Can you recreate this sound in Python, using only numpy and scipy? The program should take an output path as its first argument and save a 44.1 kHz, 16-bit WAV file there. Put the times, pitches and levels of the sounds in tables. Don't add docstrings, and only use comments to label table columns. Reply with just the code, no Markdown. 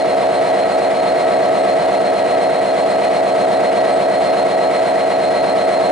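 import sys
import numpy as np
from scipy import signal
from scipy.fft import irfft
from scipy.io import wavfile
from scipy.ndimage import uniform_filter1d

SR = 44100
rng = np.random.default_rng(int(sys.argv[2]) if len(sys.argv) > 2 else 0)


def level_to_linear(level):
    exponent = np.asarray(level, float) / 20
    return 10 ** exponent


def wav_record(signal):
    frames = np.transpose(np.atleast_2d(signal))
    bounded = np.clip(frames, -1, 1)
    quanta = np.round(bounded * 32767).astype(np.int16)
    wavfile.write(sys.argv[1], SR, quanta)


N = 260631

CYCLE_HZ = 8.1689
# f/Hz, lead/rad
LEAD = [(20, -1.2), (130, -0.5), (430, -1.01), (700, -1.05), (1000, -1.45), (1250, -.4), (1600, -.57),
        (4000, -.55), (6000, -.32), (11000, -.03)]
# f/Hz, difference/dB
LEAN = [(60, 0.0), (110, -0.5), (190, -1.0), (340, -0.3), (610, -0.5), (1080, 0.0), (1930, 0.0),
        (3450, 0.036), (6150, 0.09), (11000, 0.0)]
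REGISTERS = [
    (16, 39),
    (39, 67),
    (67, 76),
    (75, 84),
    (84, 113),
    (67, 113),
]


def evened(x):
    return x / np.sqrt(np.mean(x ** 2) + 1e-20)


def read(points, hz):
    f, value = np.transpose(points)
    return np.interp(np.log(hz + 1), np.log(f + 1), value)


def around(steps, turns):
    return np.interp(turns, (np.arange(len(steps)) + .5) / len(steps), steps, period=1)


def drift(top_hz, count=30):
    t = np.arange(0, N + 64, 64) / SR
    slow = 0
    for f in np.geomspace(top_hz / 20, top_hz, count):
        slow = slow + np.sin(2 * np.pi * (f * t + rng.random())) / np.sqrt(f)
    return np.interp(np.arange(N) / SR, t, evened(slow))


def ports(lead_rad, lean_db):
    left = level_to_linear(lean_db / 2) * np.exp(.5j * lead_rad)
    return np.array([left, 1 / left]) / abs(left + 1 / left) * 2


def drone(turns, size=16384, scatter=.3):
    order = np.arange(size // 2 + 1)
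    lines = order_levels(order) * np.exp(2j * np.pi * rng.random(len(order)))
    top = REGISTERS[-1][1]
    lines[:top] = settled(lines[:top])
    spread = scatter * np.clip(order / 130, 0, 1) ** 3
    lead_rad, lean_db = spread * rng.standard_normal((2, len(order)))
    hz = order * CYCLE_HZ
    placed = lines * ports(read(LEAD, hz) + lead_rad, read(LEAN, hz) + 3.6 * lean_db)
    angle = np.arange(size) / size
    hump = irfft(placed * (order < top))
    rattle = level_to_linear(1.3 * ducking(angle)) * irfft(placed * (order >= top))
    cycle = (hump + rattle) * size / np.sqrt(2)
    sound = np.array([np.interp(turns, angle, side, period=1) for side in cycle])
    return sound * level_to_linear(0.37 * drift(6.5))


def order_levels(order):
    hump_scatter_db, hump_top_order = 3., 300
    # f/Hz, level of one order/dB
    hump_colour = [(40, -69), (150, -54), (240, -56.5), (310, -46), (680, -40), (850, -45.5), (950, -55),
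                   (2200, -66)]
    quiet_orders = [11, 12, 23, 35, 52, 58, 65, 91, 93, 98, 107, 112, 113, 124]
    # cycle order, level/dB
    standout_orders = [(9, -56), (18, -49), (24, -45), (25, -40), (28, -47), (32, -42), (33, -38), (34, -38),
                       (43, -41), (45, -39), (46, -36), (57, -37), (59, -34), (60, -35), (69, -35), (75, -34),
                       (76, -32), (81, -31), (84, -37), (85, -37), (89, -33), (90, -33), (99, -41), (101, -42),
                       (114, -43), (118, -47), (128, -53), (130, -49), (134, -50), (137, -45), (141, -51),
                   (143, -49), (146, -54), (167, -49), (192, -52), (194, -47), (199, -54), (200, -49),
                   (219, -57), (226, -52), (240, -51), (291, -60)]
    # cycle order, level/dB, order below/dB, order above/dB
    gear_orders = [
        (55, -38, -38, -32),
        (63, -34, -39, -38),
        (71, -30, -37, -32),
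        (79, -23, -34, -24),
        (87, -26, -30, -31),
        (95, -36, -38, -44),
        (158, -39, -58, -60),
        (237, -51, -48, -47),
    ]
    uneven = np.clip(rng.standard_normal(len(order)), -2, 1)
    db = read(hump_colour, order * CYCLE_HZ) + hump_scatter_db * uneven
    db[quiet_orders] += -9
    for k, tone_db in standout_orders:
        db[k] = tone_db
    for k, *near_db in gear_orders:
        db[[k, k - 1, k + 1]] = near_db
    return level_to_linear(db) * (order >= 5) * (order < hump_top_order)


def settled(lines, size=256, count=24):
    # swells per cycle, depth/dB, crank angle of a swell/cycle
    throbs = [
        [(8, 2, 0), (3, 1.7, .183), (11, 1, .044), (10, 1, .089)],
        [(11, 1.9, .048), (14, 1.8, .067), (9, 1.8, .013), (8, 1.7, .014), (3, 1.6, .112), (2, 1.5, .485)],
        [(5, 2.3, .169), (1, 1.8, .021), (4, 1.4, .241), (9, 1.4, .024), (3, 1.3, .217)],
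        [(1, 2.7, .363), (3, 2, .017), (2, 1.9, .067), (7, 1.4, .135)],
        [(14, 1.6, .018), (3, 1.4, .118), (8, 1, .11), (2, 1, .144)],
        [(7, 2.4, .132), (6, 1.6, .042), (16, 1.6, .018), (10, 1.6, .069), (11, 1.6, .075), (18, 1.2, .044),
         (1, 1.1, .307)],
    ]
    tries = lines * np.exp(2j * np.pi * rng.random((count, len(lines))))
    angle = np.arange(size) / size
    for _ in range(40):
        miss = np.zeros(count)
        for swells, (low, high) in zip(throbs, REGISTERS):
            wanted = evened(level_to_linear(throb(swells, angle))) * np.linalg.norm(lines[low:high]) / size
            wave = np.fft.ifft(tries[:, low:high], size)
            span = size // (2 * max(swells)[0])
            loud = np.sqrt(uniform_filter1d(abs(wave) ** 2, size=span, mode="wrap"))
            turned = np.fft.fft(wave * wanted / loud)[:, :high - low]
            tries[:, low:high] = abs(lines[low:high]) * np.exp(1j * np.angle(turned))
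            miss += ((loud - wanted) ** 2).sum(1)
    return tries[np.argmin(miss)]


def throb(swells, turns):
    return sum(db * np.cos(2 * np.pi * k * (turns - at)) for k, db, at in swells)


def ducking(turns, size=512):
    grab_s, recover_turns = 0.0025, 0.11
    # crank angle/cycle, drop/dB
    trips = [
        (.03, -2.5),
        (.12, -1.1),
        (.23, -5.5),
        (.52, -2.6),
        (.67, -0.5),
        (.95, -2),
    ]
    angle = np.arange(size) / size
    db = sum(drop_db * np.exp(-((angle - at) % 1) / recover_turns) for at, drop_db in trips)
    grab = max(round(grab_s * CYCLE_HZ * size), 1)
    db = uniform_filter1d(db - db.mean(), size=grab, mode="wrap")
    return around(db, turns)


def rush(turns, patchy_db=0.5):
    # f/Hz, density/dB per Hz
    rush_colour = [(20, -78), (45, -86.5), (90, -72.5), (180, -63), (330, -64.5), (500, -55.5), (800, -56),
                   (1100, -65), (1700, -67), (2500, -69.5), (3600, -73.5), (4600, -77), (6000, -83),
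                   (11000, -86)]
    # f/Hz, width/Hz, level over the rush/dB
    casings = [(189, 24, 4), (665, 136, 5), (951, 28, 7), (1112, 18, 9), (1305, 17, 14), (1930, 38, 7),
               (2090, 294, 5.5), (3840, 39, 6), (4120, 36, 9), (4202, 60, 8.5), (4340, 30, -10),
               (8380, 210, 6.5)]
    # f/Hz, shared power/1
    likeness = [(20, .7), (100, 0.74), (190, 0.8), (300, 0.38), (620, 0.96), (950, 0.93), (1250, 0.1),
                (1600, 0.8), (2200, 0.65), (3500, 0.77), (6000, 0.65), (9000, 0.78), (11000, 0.82)]
    frames, hz = N // 512 + 5, np.fft.rfftfreq(2048, 1 / SR)
    a, b, c, d, patches = rng.standard_normal((frames, len(hz), 5)).T
    patches = evened(uniform_filter1d(uniform_filter1d(patches, 20, 0), 4, 1))
    colour_db = read(rush_colour, hz)
    for f, width_hz, db in casings:
        colour_db = colour_db + db / (1 + ((hz - f) / (width_hz / 2)) ** 2)
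    same = np.clip(read(likeness, hz), 0, 1)[:, None]
    shared = np.sqrt(same) * (a + 1j * b)
    apart = np.sqrt(1 - same) * (c + 1j * d)
    other = np.sqrt(1 - same) * np.roll(c - 1j * d, 7, 1)
    half = np.exp(.5j * read(LEAD, hz))[:, None]
    lean = level_to_linear(read(LEAN, hz) / 2)[:, None]
    z = np.array([(shared * half + apart) * lean, (shared / half + other) / lean])
    z *= level_to_linear(colour_db[:, None] + patchy_db * patches)
    noise = signal.istft(z, nperseg=2048, noverlap=1536)[1][:, :N]
    mid_power = np.sum(level_to_linear(2 * colour_db)) * hz[1]
    noise *= np.sqrt(mid_power / np.mean(noise.mean(0) ** 2))
    return noise * level_to_linear(1.6 * ducking(turns) + 0.35 * drift(30.) + .45 * drift(150.))


def blower(turns, sum_db=-65, double_db=-70):
    shaft_hz, blades = 95.69, 44
    partner_db, swell_at_turn = -45.5, -0.06
    flutter_hz, flutter_share, flutter_dip_s = 2.96, .4, .23
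    below_start_db, below_rise_db_per_s = -48.5, 0.06
    # t/s, blade tone level/dB
    blade_effort = [(0, -40), (.3, -56), (.65, -40), (.95, -44.5), (1.2, -41), (1.45, -47), (1.65, -42.5),
                    (2.4, -42.5), (2.9, -39), (3.3, -47), (3.6, -40.5), (3.95, -43), (4.3, -37),
                    (4.55, -40.5), (5.0, -42), (5.3, -37), (5.55, -39), (5.91, -40)]
    # left lead/rad, left minus right/dB
    whistle_place = [
        (-0.39, -5),
        (-0.7, -2.5),
        (-1.05, 13),
    ]
    weak_orders = (10, 20, 40, 45, 86)
    # level/dB rms, share of partner tone/1, left minus right/dB
    weak_tones = [(-49.5, 0.09, -3), (-47, .3, 1), (-66, 0.36, -2), (-82, .3, 0), (-78, .3, 0)]
    t = np.arange(N) / SR
    tone_db = np.interp(t, *np.transpose(blade_effort))
    below_db = below_start_db + below_rise_db_per_s * t + 1.1 * drift(4.)
    flutter = 1 - flutter_share * np.exp(2j * np.pi * flutter_hz * (t - flutter_dip_s))
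    partner = level_to_linear(partner_db + 1.1 * drift(3.5)) * flutter
    shaft = np.cumsum(shaft_hz * (1 + 0.00011 * drift(2.98))) / SR
    beat = np.exp(2j * np.pi * (turns - swell_at_turn))
    blade = np.exp(2j * np.pi * blades * shaft)
    below = level_to_linear(below_db) * (1 + 0.53 * beat) * np.exp(2j * np.pi * (blades - 1) * shaft)
    main = [level_to_linear(tone_db + 0.38 * drift(21.0)) * blade, partner * beat * blade, below]
    out = sum(ports(*place)[:, None] * tone for place, tone in zip(whistle_place, main))
    double = (1 + 0.4 * beat) * blade ** 2
    under_double = double * np.exp(-2j * np.pi * shaft)
    out += ports(-0.61, 2.)[:, None] * under_double * level_to_linear(sum_db + 7.3 * drift(45.))
    out += ports(-.55, -3.)[:, None] * double * level_to_linear(double_db + 7.1 * drift(45.))
    for k, (db, share, lean_db) in zip(weak_orders, weak_tones):
        wave = np.exp(2j * np.pi * (k * shaft + rng.random()))
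        tone = level_to_linear(db + 2.8 * drift(8.)) * (1 + share * beat) * wave
        out += ports(read(LEAD, k * shaft_hz), lean_db)[:, None] * tone
    return np.sqrt(2) * out.real


def pumps(turns):
    # f/Hz, level/dB rms, left minus right/dB
    pump_tones = [(958, -52, 7), (1288, -49, 4), (1917, -57, 0), (3800, -63, 5), (4000, -71, 0),
                  (4600, -67, 6), (5808, -75, 2), (6944, -61.5, 9), (7680, -62, -7)]
    out = np.zeros((2, N))
    for hz, db, lean_db in pump_tones:
        phase = 2 * np.pi * np.cumsum(hz + 0.94 * drift(4.89)) / SR
        tone = level_to_linear(db + 2.0 * drift(6.6)) * np.exp(1j * phase)
        out += np.sqrt(2) * (ports(read(LEAD, hz), lean_db)[:, None] * tone).real
    return out * level_to_linear(ducking(turns))


def masked(x, over_db=-42, chance_db=3.0):
    hz, _, z = signal.stft(x, SR, nperseg=1024, noverlap=768)
    blade_band = z.mean(0)[(hz > 4170) & (hz < 4260)]
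    tone_db = 10 * np.log10((abs(blade_band) ** 2).sum(0) + 1e-12)
    luck = np.repeat(rng.standard_normal(len(tone_db)), 6)[:len(tone_db)]
    loud = tone_db + chance_db * luck > over_db
    drop = loud * ((hz > 4310) & (hz < 4570))[:, None]
    return signal.istft(z * (1 - .985 * drop), SR, nperseg=1024, noverlap=768)[1][:, :N]


def scene():
    turns = CYCLE_HZ * np.arange(N) / SR + .0008 * drift(2.)
    return drone(turns) + rush(turns) + blower(turns) + pumps(turns)


def top_cut(x):
    return signal.sosfilt(signal.butter(12, 11570, fs=SR, output="sos"), x)


def record(dry):
    held = dry / (1 + (abs(dry) / .6) ** 6) ** (1 / 6)
    edge = signal.firwin(1023, 11080, window=("kaiser", 10), fs=SR)
    mix = signal.oaconvolve(masked(held), edge[None], "same")
    return top_cut(mix)


dry = scene()
out = record(dry)
wav_record(out)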